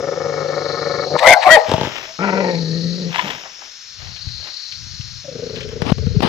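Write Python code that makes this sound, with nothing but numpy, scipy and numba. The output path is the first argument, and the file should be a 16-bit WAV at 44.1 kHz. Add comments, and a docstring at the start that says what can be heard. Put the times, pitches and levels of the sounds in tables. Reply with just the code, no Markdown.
"""Throbbing growls from a dog in a sunny yard come first, over insects buzzing in the plants.
Two sharp barks, begun with raspy puffs of breath, overload the input; then come a snarl, a pitched
growl held as the mouth closes, jaw snaps and softer throbs. Paws scuff dry litter, and the hand-held
microphone is jostled at the end. The voice is fold pulses, tones and noise through resonances;
the rest is coloured noise in timed swells and bursts, plus decaying tones for the bumps."""
import sys
import numpy as np
from scipy import signal
from scipy.fft import rfft, irfft, next_fast_len
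from scipy.io import wavfile
from scipy.ndimage import uniform_filter1d, map_coordinates
from numba import njit

SR = 44100
rng = np.random.default_rng(int(sys.argv[2]) if len(sys.argv) > 2 else 0)


def to_wav(s):
    """Save 16-bit WAV."""
    ch = np.atleast_2d(s).T  # columns
    pcm = np.round(np.clip(ch, -1, 1) * 32767)  # PCM
    wavfile.write(sys.argv[1], SR, pcm.astype(np.int16))


N = 277256
TIME = np.arange(N) / SR


def from_db(db):
    """Amplitude gain of a level in dB."""
    return 10 ** (np.asarray(db) / 20)


def rms_one(x):
    """The same sound scaled to rms 1."""
    return x / np.sqrt(np.mean(x ** 2) + 1e-20)


def in_time(rows):
    """Each column of a curve, joined by straight lines, at every sample."""
    s, *columns = np.transpose(rows)
    return [np.interp(TIME, s, c) for c in columns]


def during(rows, fade=0.0052):
    """One while a curve lasts, fading to nothing outside it within fade seconds."""
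    return np.clip(1 + np.minimum(TIME - rows[0][0], rows[-1][0] - TIME) / fade, 0, 1)


def drift(rate):
    """Random wander: rate new values a second, of spread 1, joined by straight lines."""
    knots = np.arange(int(N / SR * 2000) + 2) / rate
    return np.interp(TIME, knots, rng.standard_normal(len(knots)))


def coloured(x, spectrum):
    """Causal (minimum-phase) filter with the given (frequency [Hz], level [dB]) response."""
    size = next_fast_len(N + SR // 10, real=True) // 2 * 2
    hz, db = np.transpose(spectrum)
    bin_hz = np.arange(size // 2 + 1) * SR / size
    log_gain = np.log(from_db(np.interp(np.log(bin_hz + 1), np.log(hz), db)))
    # folding the cepstrum to positive times makes the phase minimal
    cepstrum = irfft(log_gain, size)[:size // 2]
    cepstrum[1:] *= 2
    return irfft(rfft(x, size) * np.exp(rfft(cepstrum, size)), size)[..., :N]


def noise(spectrum):
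    """Noise of rms 1 with the given colour."""
    return rms_one(coloured(rng.standard_normal(N), spectrum))


@njit
def sweep(x, turn, r):
    """One two-pole resonance whose centre (radians per sample) may move."""
    y = np.zeros(len(x))
    for i in range(2, len(x)):
        driven = (1 - r * r) / 2 * (x[i] - x[i - 2])
        y[i] = driven + 2 * r * np.cos(turn[i]) * y[i - 1] - r * r * y[i - 2] + 1e-18
    return y


def resonate(x, modes, scale=1):
    """Parallel resonances (Hz, width, dB) with alternating signs, all moved by one scale."""
    out = 0
    for k, (hz, width, db) in enumerate(modes):
        turn = np.full(N, 2 * np.pi * hz / SR) * scale
        out = out + (-1) ** k * from_db(db) * sweep(x, turn, np.exp(-np.pi * width / SR))
    return out


def resonate_twice(x, mode, scale):
    """One resonance passed twice, for steeper skirts."""
    return resonate(resonate(x, [mode], scale), [mode], scale)


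def band(x, low_hz, high_hz, order=4):
    """Butterworth band-pass."""
    return signal.sosfilt(signal.butter(order, [low_hz, high_hz], "band", fs=SR, output="sos"), x + 1e-18)


def evened(x, seconds):
    """The same sound with its running rms level held at 1."""
    return x / np.sqrt(np.abs(uniform_filter1d(x * x, int(seconds * SR))) + 1e-14)


def pulses(cycles):
    """A unit click at each whole cycle, when the vocal folds close."""
    return np.diff(np.floor(cycles), prepend=np.floor(cycles[0]))


def burst(start, t60):
    """Envelope that jumps to 1 and falls 60 dB in t60 seconds, cut off after a quarter second."""
    out, age = np.zeros(N + SR // 4), np.arange(SR // 4) / SR
    out[int(start * SR):][:len(age)] = from_db(-60 * age / t60)
    return out[:N]


def swell(start, hold, rise, fall):
    """Envelope that is 1 from start for the hold; rise and fall are the times for 60 dB."""
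    before = (start - TIME) / max(rise, .001)
    after = (TIME - start - hold) / max(fall, .001)
    return from_db(-60 * np.clip(np.maximum(before, after), 0, 3))


def loudest_swell(rows, *rise_fall):
    """The strongest swell at each moment; rise and fall come from the rows or are shared."""
    return np.max([from_db(db) * swell(s, hold, *own, *rise_fall) for s, hold, db, *own in rows], axis=0)


def flaps(runs):
    """(s, dB) of every throat flap: each run has an even rate, may swell at first, and may sag."""
    onset_db, spread_db = -11, 0.9
    out = []
    for start, end, rate, db, attack, sag in runs:
        age = np.arange(0, end - start, 1 / rate)
        onset = onset_db * np.clip(1 - age / attack, 0, 1) * (attack > 1 / rate)
        level = db + onset - sag * age
        out += zip(start + age, level + spread_db * rng.standard_normal(size=64)[:len(age)])
    return out


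def delayed(x, seconds):
    """The same sound a little later."""
    return np.interp(TIME - seconds, TIME, x, left=0)


# colour of the open air: (frequency [Hz], level [dB])
AIR_COLOUR = [(25, -8.5), (100, -5.5), (300, -20.5), (700, -14), (1500, 3), (3000, 3.5), (5000, -6),
              (8000, -37.5)]


def open_air(level_db=-45):
    """Steady coloured noise of the open air."""
    return from_db(level_db) * noise(AIR_COLOUR)


# colours of the chorus and of the nearest insect: (frequency [Hz], level [dB])
CHORUS_COLOUR = [(2500, -26), (3700, -6.5), (4300, -15), (4900, -5.5), (5300, 1.5), (5900, -5.5),
                 (6700, -12.5), (7400, -24.5), (8100, -44), (14500, -36.5), (16000, -54.5)]
CALLER_COLOUR = [(3000, -47), (3750, -18), (4050, -7), (4300, -5.5), (4550, -8), (4900, -16.5),
                 (6000, -54.5)]
# relative level of the chorus: (time [s], level [dB])
CHORUS_LEVEL = [(0, -45), (3.8, -45), (4.3, -47.5), (4.7, -44), (5.1, -44), (5.35, -46.5), (6.29, -51.5)]
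# relative calls of the nearest insect: (time [s], hold [s], level [dB])
INSECT_CALLS = [(0.703, 0.87, -31.5), (2.584, 0.44, -31), (4.287, 0.46, -31.5), (4.907, 0.27, -37),
                (5.535, 0.071, -37.5), (6.076, 0.27, -40)]


def insects(throb_hz=30.8, throb_depth=0.28, chorus_db=6.5, caller_db=0.0):
    """A wide chorus of coloured noise, and one nearer insect that swells now and then in quick pulses."""
    rise_s, fall_s = 2.13, 0.49  # for 60 dB
    throb_cycles = np.cumsum(throb_hz * (1 + 0.071 * drift(2.4))) / SR
    throb = 1 + throb_depth * np.sin(2 * np.pi * throb_cycles)
    calls = loudest_swell(INSECT_CALLS, rise_s, fall_s)
    chorus = from_db(in_time(CHORUS_LEVEL)[0] + chorus_db) * noise(CHORUS_COLOUR)
    return chorus + from_db(caller_db) * calls * throb * noise(CALLER_COLOUR)


def yard(x):
    """Banks, plants and far walls scatter a thin, dull tail, different on each side."""
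    t60_s, tail_db = 0.64, -25
    age = TIME[:int(1.2 * SR)]
    tails = band(rng.standard_normal((2, len(age))), 100, 1250, order=5)
    tails *= from_db(-60 * age / t60_s) * (age > .012)
    tails /= np.linalg.norm(tails, axis=1, keepdims=True)
    return from_db(tail_db) * signal.fftconvolve(x[None], tails, axes=1)[:, :N]


# returns from far walls: (delay [s], level [dB])
ECHOES = [(.335, -32), (.555, -34)]


def far_echoes(x):
    """Only the middle of the voice comes back from far walls."""
    dull = band(x, 640, 680, order=2)
    return sum(from_db(db) * delayed(dull, s) for s, db in ECHOES)


# low buffeting, relative: (time [s], hold [s], level [dB])
BUFFETS = [(4.023, 0.1, -38.5), (4.266, 0.11, -38.5), (4.787, 0.38, -40.5), (5.566, 0.2, -36.5),
           (5.837, 0.11, -29.5), (5.993, 0.202, -23)]
# colours of the buffeting and the rubbing: (frequency [Hz], level [dB])
BUFFET_COLOUR = [(20, 4), (50, 5), (85, 12), (130, 8.5), (200, -9.5), (350, -23.5), (800, -53)]
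RUB_COLOUR = [(25, -25), (70, -6), (300, 7), (900, 4), (1600, -5.5), (3000, -5), (5000, -11.5), (7000, -36),
              (9000, -31.5), (15000, -45)]
# bumps on the casing, relative: (time [s], level [dB], pitch [Hz], rise [s], click level [dB])
BUMPS = [(4.268, -14.5, 91, 0.0056, -37), (4.867, -25.5, 105, 0.0055, -41),
         (4.995, -17.5, 107, 0.0058, -67), (5.819, -12.5, 155, 0.0051, -5), (5.864, -11, 264, 0.0023, -18),
         (5.919, 7, 163, 0.0022, -17), (5.982, -17, 147, 0.0029, -19.5), (6.067, -9, 177, 0.0047, -22),
         (6.163, -2.5, 151, 0.0064, -26), (6.2045, -2.5, 168, 0.00084, -6.5),
         (6.222, -13, 200, 0.0023, -10), (6.231, -9, 210, 0.003, -7), (6.247, -4, 202, 0.0034, -27)]
# fingers on the casing, relative: (time [s], hold [s], level [dB], rise for 60 dB [s], fall for 60 dB [s])
RUBS = [(5.9, 0.0065, -24, 0.25, 0.022), (5.921, 0.0024, -13, 0.0077, .008),
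        (6.224, 0.17, -23, 0.0104, 0.052)]


def handling(click_s=0.025, grain_db=1.5, buffet_db=4.5, rub_db=5.5):
    """Buffeting as low noise, bumps as dull decaying tones with a noise click, rubbing as grainy noise."""
    rise_s, fall_s = 0.29, 0.34  # of a buffet, for 60 dB
    buffets = loudest_swell(BUFFETS, rise_s, fall_s)
    dull = from_db(buffet_db) * buffets * evened(noise(BUFFET_COLOUR), 0.17)
    rubbing = sum(from_db(db) * swell(s, hold, rise, fall) for s, hold, db, rise, fall in RUBS)
    scrape = from_db(rub_db + grain_db * drift(600)) * rubbing
    for s, db, hz, rise_s, click_db in BUMPS:
        age = np.clip(TIME - s, 0, .2)
        thump = (age / rise_s) ** 2 * np.exp(2 - 2 * age / rise_s)
        dull += from_db(db) * thump * np.sin(2 * np.pi * hz * age)
        scrape += from_db(click_db - 6.5) * burst(s, click_s)
    return band(dull, 55, 2800, order=2) + scrape * noise(RUB_COLOUR)


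# paws and legs in litter, relative: (time [s], hold [s], level [dB], rise for 60 dB [s], fall for 60 dB [s])
SCUFFS = [(1.698, 0.2, -35, 0.41, 0.71), (1.97, 0.011, -36, .6, 0.69), (3.173, 0.0092, -31.5, 0.33, 0.73),
          (3.256, 0.054, -34, 0.72, 0.63), (3.63, 0.0071, -47, 0.29, 0.35),
          (4.004, 0.068, -48.5, 0.15, 0.9), (4.468, 0.015, -42, 0.3, 0.21),
          (5.586, 0.018, -46.5, 0.64, 0.13), (5.72, .01, -48, .1, .1)]
# colour of dry litter: (frequency [Hz], level [dB])
LITTER_COLOUR = [(200, -11.5), (700, -1), (1200, -1.5), (2000, 1), (3200, 1), (4500, -11), (7000, -21),
                 (9000, -49), (14500, -22), (16000, -41)]


def paws(grain_db=3.5, grains_per_s=350, level_db=7.5):
    """Dry litter crunches: noise whose level jitters in fine grains, shaped by each scuff."""
    scuffs = loudest_swell(SCUFFS)
    grains = rng.standard_normal(N) * from_db(grain_db * drift(grains_per_s))
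    return from_db(level_db) * scuffs * rms_one(coloured(grains, LITTER_COLOUR))


# dry twigs crack under the paws, relative: (time [s], level [dB])
TWIG_CRACKS = [(4.162, -31.5), (4.286, -36), (4.7213, -30), (5.01, -33), (5.559, -26.5), (5.606, -26),
               (5.629, -32.5), (5.689, -34)]
# broad resonances of the wood: (frequency [Hz], width [Hz], level [dB])
TWIG_WOOD = [(1470, 230, -3), (2750, 1900, 7), (3800, 1300, 4)]


def twigs(crack_s=0.083, level_db=-0.5):
    """Each crack is a brief noise burst coloured by the wood's broad resonances."""
    wood = rms_one(resonate(rng.standard_normal(N), TWIG_WOOD))
    cracks = sum(from_db(db + level_db) * burst(s, crack_s) for s, db in TWIG_CRACKS)
    return band(wood, 970, 6500, order=5) * cracks


# wet lip sounds: (time [s], level [dB], decay for 60 dB [s])
SMACKS = [(3.449, -35, .11), (3.457, -35, .09), (3.618, -35.5, .09)]
# resonances of the nearly shut mouth: (frequency [Hz], width [Hz], level [dB])
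SMACK_MOUTH = [(720, 130, 0), (1080, 200, -4), (1720, 280, -3)]


def smacks(level_db=0.0):
    """The lips part wetly: a small burst of noise coloured by the nearly shut mouth."""
    mouth = evened(band(resonate(rng.standard_normal(N), SMACK_MOUTH), 450, 2200, order=3), .01)
    return mouth * sum(from_db(db + level_db) * burst(s, t60) for s, db, t60 in SMACKS)


# jaw snaps, and raspy puffs of breath as each bark starts (1.226 and 1.429 s):
# (time [s], hold [s], level [dB], rise for 60 dB [s], fall for 60 dB [s], teeth over the mouth [dB])
SNAPS_AND_PUFFS = [(1.126, 0.0027, -39, .01, .03, -18), (1.193, 0.0037, -16.5, 0.048, 0.023, -2.5),
                   (1.226, 0.0087, -25, 0.039, 0.48, -3.5), (1.429, 0.0086, -16.5, 0.064, 0.057, -9),
                   (3.144, 0.004, -19, 0.012, 0.03, -16), (3.159, 0.0014, -13, 0.0033, 0.0085, -14),
                   (3.193, 0.0024, -11.5, 0.004, 0.033, -26)]
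# resonances of the open mouth and of the teeth: (frequency [Hz], width [Hz], level [dB])
OPEN_MOUTH = [(927, 30, 3), (1780, 290, 0.5), (2310, 1100, -4), (2920, 400, -2.5), (4030, 690, -19.5)]
TEETH = [(3800, 300, 0)]


def jaw_snaps_and_breath_puffs():
    """Jaw snaps, and raspy puffs of breath as each bark starts: noise coloured by open mouth and teeth."""
    mouth = evened(band(resonate(rng.standard_normal(N), OPEN_MOUTH), 340, 3900, order=3), 0.01)
    teeth = evened(band(resonate(rng.standard_normal(N), TEETH), 2100, 8000, order=1), 0.012)
    out = np.zeros(N)
    for s, hold, db, rise, fall, teeth_db in SNAPS_AND_PUFFS:
        out += from_db(db) * swell(s, hold, rise, fall) * (mouth + from_db(teeth_db) * teeth)
    return out


# wet slaps of the snarl after the barks, relative: (time [s], level [dB])
RATTLES = [(1.684, -11), (1.694, -4), (1.716, 2), (1.738, 1.5), (1.761, -16), (1.78, -7), (1.797, -12),
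           (1.812, -3), (1.833, -5), (1.848, -7.5), (1.871, -8.5)]
# a fast soft snarl after the snaps, relative:
# (start [s], end [s], rate [flaps/s], level [dB], attack [s], sag [dB/s])
SNARLS = [(3.24, 3.37, 150, -19, .001, 100)]
# the throat in a snarl: (frequency [Hz], width [Hz], level [dB])
SNARL_THROAT = [(112, 74, 2), (264, 144, 0), (500, 190, 1), (645, 37, 5), (858, 60, 4), (1650, 190, -12),
                (3080, 900, -10.5)]


def snarl(level_db=0.5, slap=17, wet_db=2.0):
    """Wet slaps of the throat, each a click with a short spray of noise, ring in its resonances."""
    spray_s = .04
    slaps = RATTLES + flaps(SNARLS)
    source = sum(from_db(db + wet_db) * burst(s, spray_s) for s, db in slaps) * rng.standard_normal(N)
    for s, db in slaps:
        source[int(s * SR)] += slap * from_db(db)
    return from_db(level_db) * band(resonate(source, SNARL_THROAT), 60, 4100, order=2)


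def through_lips(opening, open_db, shut_db, fades_at):
    """Gain of a resonance that fades as the mouth closes past a given opening."""
    softness = 0.13  # span of opening over which it fades
    openness = 1 / (1 + np.exp((fades_at - opening) / softness))
    return from_db(shut_db + (open_db - shut_db) * openness)


# the held growl: (time [s], pitch [Hz], mouth opening [0-1])
HELD = [(2.19, 170, 1), (2.25, 196, 1), (2.34, 190, .85), (2.42, 186, .7), (2.51, 176, .55),
        (2.63, 162, .15), (2.8, 166, .05), (3.0, 177, .05), (3.08, 174, .03), (3.11, 150, 0)]
# its throat: (frequency [Hz], width [Hz], level [dB])
HELD_THROAT = [(265, 62, 1.5), (434, 68, 7), (482, 100, 3.5)]
# its mouth: (frequency [Hz], width [Hz], open level [dB], shut level [dB], opening where it fades [0-1])
HELD_MOUTH = [(679, 130, -29, -55, 0.39), (887, 80, -26.5, -68, 0.24), (1335, 190, -23, -55, 0.6),
              (1900, 156, -29, -48.5, 0.37), (2170, 480, -29.5, -62, 0.19)]
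# the throat's strongest ring: (time [s], frequency [Hz], level [dB])
HELD_RING = [(2.19, 445, -43), (2.32, 440, -30), (2.37, 457, -21), (2.43, 520, -24), (2.48, 480, -30.5),
             (2.52, 513, -17.5), (2.56, 474, -40), (2.66, 448, -43.5)]


def held_growl(chest_db=-23, throat_shut_db=-35.0, throat_open_db=-24.5, throat_fades_at=0.39, rest_hz=175):
    """A chest tone under hoarse fold pulses; as the mouth closes its resonances sink and fade one by one."""
    jitter, slip, shimmer_db, rasp, under_db, flutter_db = .042, .045, 3.2, .026, -14, 1.6
    waver_db, flap_hz, flap_db = 2.8, 21, 2.3
    pitch, opening = in_time(HELD)
    cycles = np.cumsum(pitch * (1 + jitter * drift(160))) / SR
    tone = np.cos(2 * np.pi * cycles)
    closures = pulses(cycles + slip * drift(190)) * from_db(shimmer_db * drift(200))
    # breath noise swells with every cycle, strongest around the fold pulse, heard most in the mouth
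    breath = rasp * (1 + tone) * rng.standard_normal(N)
    source = closures + breath
    scale = np.sqrt(pitch / rest_hz) * (1 + .02 * drift(24))
    throat = evened(band(resonate(closures + breath / 2, HELD_THROAT, scale), 210, 660), .025)
    # unequal cycles put a faint rumble around the chest tone
    voice = np.sqrt(2) * from_db(chest_db) * tone * (1 + from_db(under_db) * drift(350))
    throat_gain = through_lips(opening, throat_open_db, throat_shut_db, throat_fades_at)
    voice += throat * throat_gain * from_db(waver_db / 2 * drift(35))
    ring_hz, ring_db = in_time(HELD_RING)
    ring = resonate_twice(source, (rest_hz, 70, 0), ring_hz / rest_hz)
    voice += from_db(ring_db) * evened(ring, 0.012)
    # the loose throat still flaps, and chops the mouth's resonances
    flap_cycles = np.cumsum(flap_hz * (1 + .2 * drift(15))) / SR
    chop = from_db(flap_db * np.sin(2 * np.pi * flap_cycles))
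    for hz, width, open_db, shut_db, fades_at in HELD_MOUTH:
        ringing = evened(resonate_twice(source, (hz, width, 0), scale), .04)
        ringing *= from_db(waver_db * drift(45))  # each flutters on its own
        voice += chop * ringing * through_lips(opening, open_db, shut_db, fades_at)
    effort = during(HELD, fade=0.0024) * swell(2.219, hold=0.87, rise=0.25, fall=0.27)
    return band(effort * from_db(flutter_db * drift(50)) * voice, 91, 6800, order=2)


# throbs, relative: (start [s], end [s], rate [flaps/s], level [dB], attack [s], sag [dB/s])
GROWLS = [(0, .24, 22.9, -18.6, .001, 0), (.259, .64, 24.85, -18.4, .001, 0),
          (.663, 1.13, 24.05, -17.6, .001, 2), (1.154, 1.18, 24.3, -13, .001, 0),
          (5.255, 5.6, 27.8, -21.5, .13, 5), (5.621, 5.89, 27, -24.5, .001, 8),
          (5.953, 6.29, 24.7, -25.5, .05, 12)]
# mouth shape: (time [s], upper resonances while the teeth are bared [dB], throat ring [Hz])
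LIPS = [(0, -4.5, 539.4), (.7, -0.5, 565), (1.04, 1.5, 568), (1.065, -15, 504), (1.105, -30, 563),
        (1.16, -0.5, 589), (5.257, 0.5, 587), (5.34, 2, 459.4), (5.7, 4, 442.6)]
# throat with bared teeth and with the mouth nearly shut: (frequency [Hz], width [Hz], level [dB])
BARED = [(142, 98, -7), (377, 71, -4.5), (474, 44, 2), (548.4, 28, 4.5), (727, 37, 0), (1075, 16, -4),
         (1260, 76, -1.5), (1434, 64, -9.5), (1750, 110, -8.5), (2210, 56, -4.5)]
SHUT = [(107, 13.7, 3.5), (253.4, 6.1, 0), (366.6, 13, -9), (514, 120, -9.5), (640, 31, -17),
        (1480, 120, -9)]


def throbbing_growl(fold_hz=152, lead_s=0.002026, ring_db=-2.5, shut_ring_db=0.0, bared_db=-3.0,
                    shut_db=-8.0, shut_ring_hz=455, clack_db=5, ground_s=0.00217, ground_db=-8):
    """Loose throat tissue flaps some 25 times a second; each flap lets a few fold pulses through,
    the middle one hardest, and swells the throat's ring, whose pitch arches."""
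    jitter, shimmer_db, rasp = .07, 2.0, .03
    bared_open_s, shut_open_s = .0175, .0128
    ring_s, ring_droop_hz, ring_scatter_hz = .0098, 20, 10
    lips_db, ring_hz = in_time(LIPS)
    bared_until = HELD[0][0]
    clicks, flow, ring = np.zeros((3, N + SR))
    order = np.arange(7) - 3
    age = np.arange(-SR // 40, SR // 40) / SR
    throbs = flaps(GROWLS)
    for (s, db), chance in zip(throbs, rng.standard_normal((len(throbs), 3, 7))):
        teeth_bared = s < bared_until
        offset = (order + jitter * chance[0]) / fold_hz
        pulse_db = shimmer_db * chance[1] + clack_db * (order == 0)
        clicks[((s - lead_s + offset) * SR).astype(int)] += from_db(pulse_db)
        near = np.round(age * SR).astype(int) + int(s * SR)
        # the flap opens and shuts quickly, leaving a gap before the next
        open_s = bared_open_s if teeth_bared else shut_open_s
        gate = from_db(db) * np.exp(-(age / open_s) ** 6)
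        flow[near - int(lead_s * SR)] += gate
        # with the mouth nearly shut the ring is less even in pitch and level
        hz = np.interp(s, TIME, ring_hz) + ring_scatter_hz * chance[2, 1] * (.5 if teeth_bared else 2)
        strength = from_db(ring_db if teeth_bared else shut_ring_db + shimmer_db * chance[2, 2])
        arch_hz = hz - ring_droop_hz * (age / ring_s) ** 2
        turn = 2 * np.pi * np.cumsum(arch_hz) / SR + chance[2, 0]
        ring[near] += strength * gate * np.exp(-.5 * (age / ring_s) ** 2) * np.cos(turn)
    source = clicks[:N] + rasp * rng.standard_normal(N)
    bared = resonate(source, BARED[:5]) + from_db(lips_db) * resonate(source, BARED[5:])
    # the bounce off the ground hollows the valleys between the resonances
    bared = bared + from_db(ground_db) * delayed(bared, ground_s)
    bared = from_db(bared_db) * evened(band(bared, 80, 2080, order=6), 0.014)
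    shut = band(resonate(source, SHUT, ring_hz / shut_ring_hz), 55, 950)
    shut = from_db(shut_db) * evened(shut, 0.016)
    return ring[:N] + flow[:N] * np.where(TIME < bared_until, bared, shut)


# resonances in a bark, at rest: (frequency [Hz], width [Hz], level [dB])
BARK_THROAT = [(532, 31, 2.5), (653, 64, 4), (795, 77, 2.5), (977, 156, -2)]
BARK_MOUTH = [(1536, 51, -0.5), (1717, 100, -3), (2158, 72, 15.5), (2600, 300, -16), (3094, 200, -10),
              (4410, 170, -13)]
# colour of the air rushing out with a bark: (frequency [Hz], level [dB])
BARK_AIR = [(90, 1), (400, -1.5), (3000, -12.5), (6500, -10.5), (9000, -11), (15000, -9)]


def bark(rows, half_tone=0.29, rattle_hz=138, noisiness=0.7, gating=0.27, rasp_width_hz=130, air_db=-27):
    """A high, forced voice on a moving pitch; where it is hoarse, a slower rattle of the throat
    splits it into dense sidebands."""
    jitter, tremor, rattle_depth, rattle_jitter, flutter_db = .09, .013, 1.2, .15, 5
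    throat_rest_hz, mouth_rest_hz = 655, 2172
    pitch, rough, throat_hz, mouth_hz, throat_db, mouth_db, rasp_hz, rasp_db = in_time(rows)
    rough = np.clip(rough, 0, 1)
    wobble = 1 + jitter * rough * drift(450) + tremor * drift(120)
    phase = 2 * np.pi * np.cumsum(pitch * wobble) / SR
    rattle = np.cos(2 * np.pi * np.cumsum(rattle_hz * (1 + rattle_jitter * drift(150))) / SR)
    # eight harmonics, every other cycle stronger
    folds = rms_one(sum(np.cos(k * phase) for k in range(1, 9))) * (1 + half_tone * np.cos(phase / 2))
    turbulence = rms_one(band(rng.standard_normal(N), 280, 5000) * (1 + gating * np.cos(phase)))
    source = (1 - rough) * folds + noisiness * rough * turbulence
    source = source * (1 + rattle_depth * rough * rattle)
    throat = resonate(source, BARK_THROAT, throat_hz / throat_rest_hz)
    throat = evened(band(throat, 395, 1600, order=3), 0.065)
    mouth = resonate(source, BARK_MOUTH, mouth_hz / mouth_rest_hz)
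    mouth = evened(band(mouth, 1200, 5000, order=2), 0.014)
    # the hoarse part rings in a resonance that sweeps up as the jaw drops and down as it closes
    jaw, ring = 2 * np.pi * rasp_hz / SR, np.exp(-np.pi * rasp_width_hz / SR)
    rasp = evened(sweep(sweep(turbulence * (1 + rattle), jaw, ring), jaw, ring), 0.016)
    throat = throat + from_db(air_db) * noise(BARK_AIR)
    voice = from_db(throat_db) * throat
    voice += from_db(mouth_db + flutter_db * rough * drift(130)) * mouth
    voice += from_db(rasp_db) * rasp
    return during(rows, fade=.008) * voice


# the two barks: (time [s], pitch [Hz], roughness [0-1], throat ring [Hz], mouth ring [Hz],
# throat level [dB], mouth level [dB], rasp [Hz], rasp level [dB])
BARKS = [
    [(1.195, 599, 0.83, 645, 1820, -26.5, -37.5, 1110, -40.5),
     (1.245, 659, 0.84, 658, 2030, -8, -17.5, 1230, -16), (1.275, 678.2, 0.73, 640, 2087, -1, 1, 1515, -15),
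     (1.315, 716, 0.44, 656, 2187, -1.5, -0.5, 1570, -18.5),
     (1.338, 710, 0.7, 617, 2130, -1, 4.5, 1567, -6), (1.36, 738, 0.3, 706, 2060, -17.5, -30.5, 1425, -27),
     (1.405, 832, 0.77, 766, 2000, -39, -42.5, 1200, -46)],
    [(1.43, 759.4, .8, 780, 2383, -23, -32.5, 1002, -29),
     (1.472, 612.3, 0.7, 721, 2220, -11, -18, 1095, -9.5),
     (1.498, 616, 0.53, 658, 1900, -6, -13, 1258, -15),
     (1.518, 631.5, 0.3, 663, 1926, -4.5, 2.5, 1600, -4.5),
     (1.545, 644.7, 0, 680, 1990, -0.5, 4, 1650, -13), (1.56, 621, 0.26, 676, 1950, -0.5, -2.5, 1500, -23),
     (1.573, 448, 0.08, 510, 1870, -14, -19.5, 1080, -28),
     (1.6, 450, 0.86, 540, 1900, -22, -27.5, 940, -33), (1.645, 450, 0.8, 520, 1800, -39, -35.5, 885, -45)],
]
# short clean yelps or grunts as the voice breaks, mostly at the edges of a bark:
# (time [s], half length [s], pitch [Hz], glide [Hz/s], level [dB])
YELPS = [(1.165, 0.0018, 950, -1.5, -9.5), (1.374, 0.01, 805, 1701, -9.5), (1.473, .007, 747, 2999.5, 0),
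         (1.575, 0.006, 833, -4000, -1.5), (3.195, 0.0077, 990, -2500, -13.5), (3.25, 0.016, 192, 0, -28.5)]


def barks(overtone_db=-22):
    """The barks, and brief gliding tones with a faint octave for the yelps."""
    out = sum(bark(rows) for rows in BARKS)
    for s, half_s, hz, glide, db in YELPS:
        age = TIME - s
        phase = 2 * np.pi * (hz * age + glide * age ** 2 / 2)
        tone = np.sin(phase) + from_db(overtone_db) * np.sin(2 * phase)
        out += np.sqrt(2) * from_db(db) * np.exp(-(age / half_s) ** 2) * tone
    return out


# the dog moves round to the right of the microphone and back: (time [s], lag of the left port [ms])
BEARING = [(1.7, 0.012), (2.1, 0.23), (5.1, .26), (6, 0.079)]
# the right port faces away from the scene: (frequency [Hz], level against the left [dB])
SHADOW = [(60, -6.5), (200, -7), (400, -6.5), (700, -8.5), (1300, -12.5), (2300, -17), (4400, -14),
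          (8000, 4.5), (15000, -25)]


def scene(left_db=2.5, apart=0.42, right_handling_db=-12):
    """The right port is shadowed; insects surround both, and each has its own handling noise."""
    voice = throbbing_growl() + barks() + held_growl() + snarl()
    dog = voice + jaw_snaps_and_breath_puffs() + smacks()
    near = dog + paws() + twigs() + far_echoes(dog)
    lag_samples = in_time(BEARING)[0] * SR / 1000
    lagging = map_coordinates(near, [np.arange(N) - lag_samples], order=3)
    around = [insects() + open_air() for side in range(2)]
    # the two ports share part of the background
    share = np.clip(apart, 0, 1)
    around[1] = np.sqrt(1 - share) * around[0] + np.sqrt(share) * around[1]
    touch = np.array([handling(), from_db(right_handling_db) * handling()])
    left, right = np.array([lagging, near]) + touch + yard(dog) + np.array(around)
    return from_db(left_db) * np.array([left, coloured(right, SHADOW)])


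def record(dry):
    """Peaks above the limit duck both channels for a moment; the input clips softly and the top is cut."""
    limit_db, attack_s, release_db_per_s, cutoff_hz = 12.5, 0.003, 97.5, 16300
    over_db = np.maximum(20 * np.log10(np.abs(dry).max(axis=0) + 1e-9) - limit_db, 0)
    recovery = release_db_per_s * TIME
    held_db = np.maximum.accumulate(over_db + recovery) - recovery
    pole = np.exp(-1 / (attack_s * SR))
    ducked = dry * from_db(-signal.lfilter([1 - pole], [1, -pole], held_db))
    clipped = .97 * ducked / (1 + ducked ** 8) ** (1 / 8)
    return signal.sosfilt(signal.cheby2(14, 60, cutoff_hz, fs=SR, output="sos"), clipped)


dry = scene()
out = record(dry)
to_wav(out)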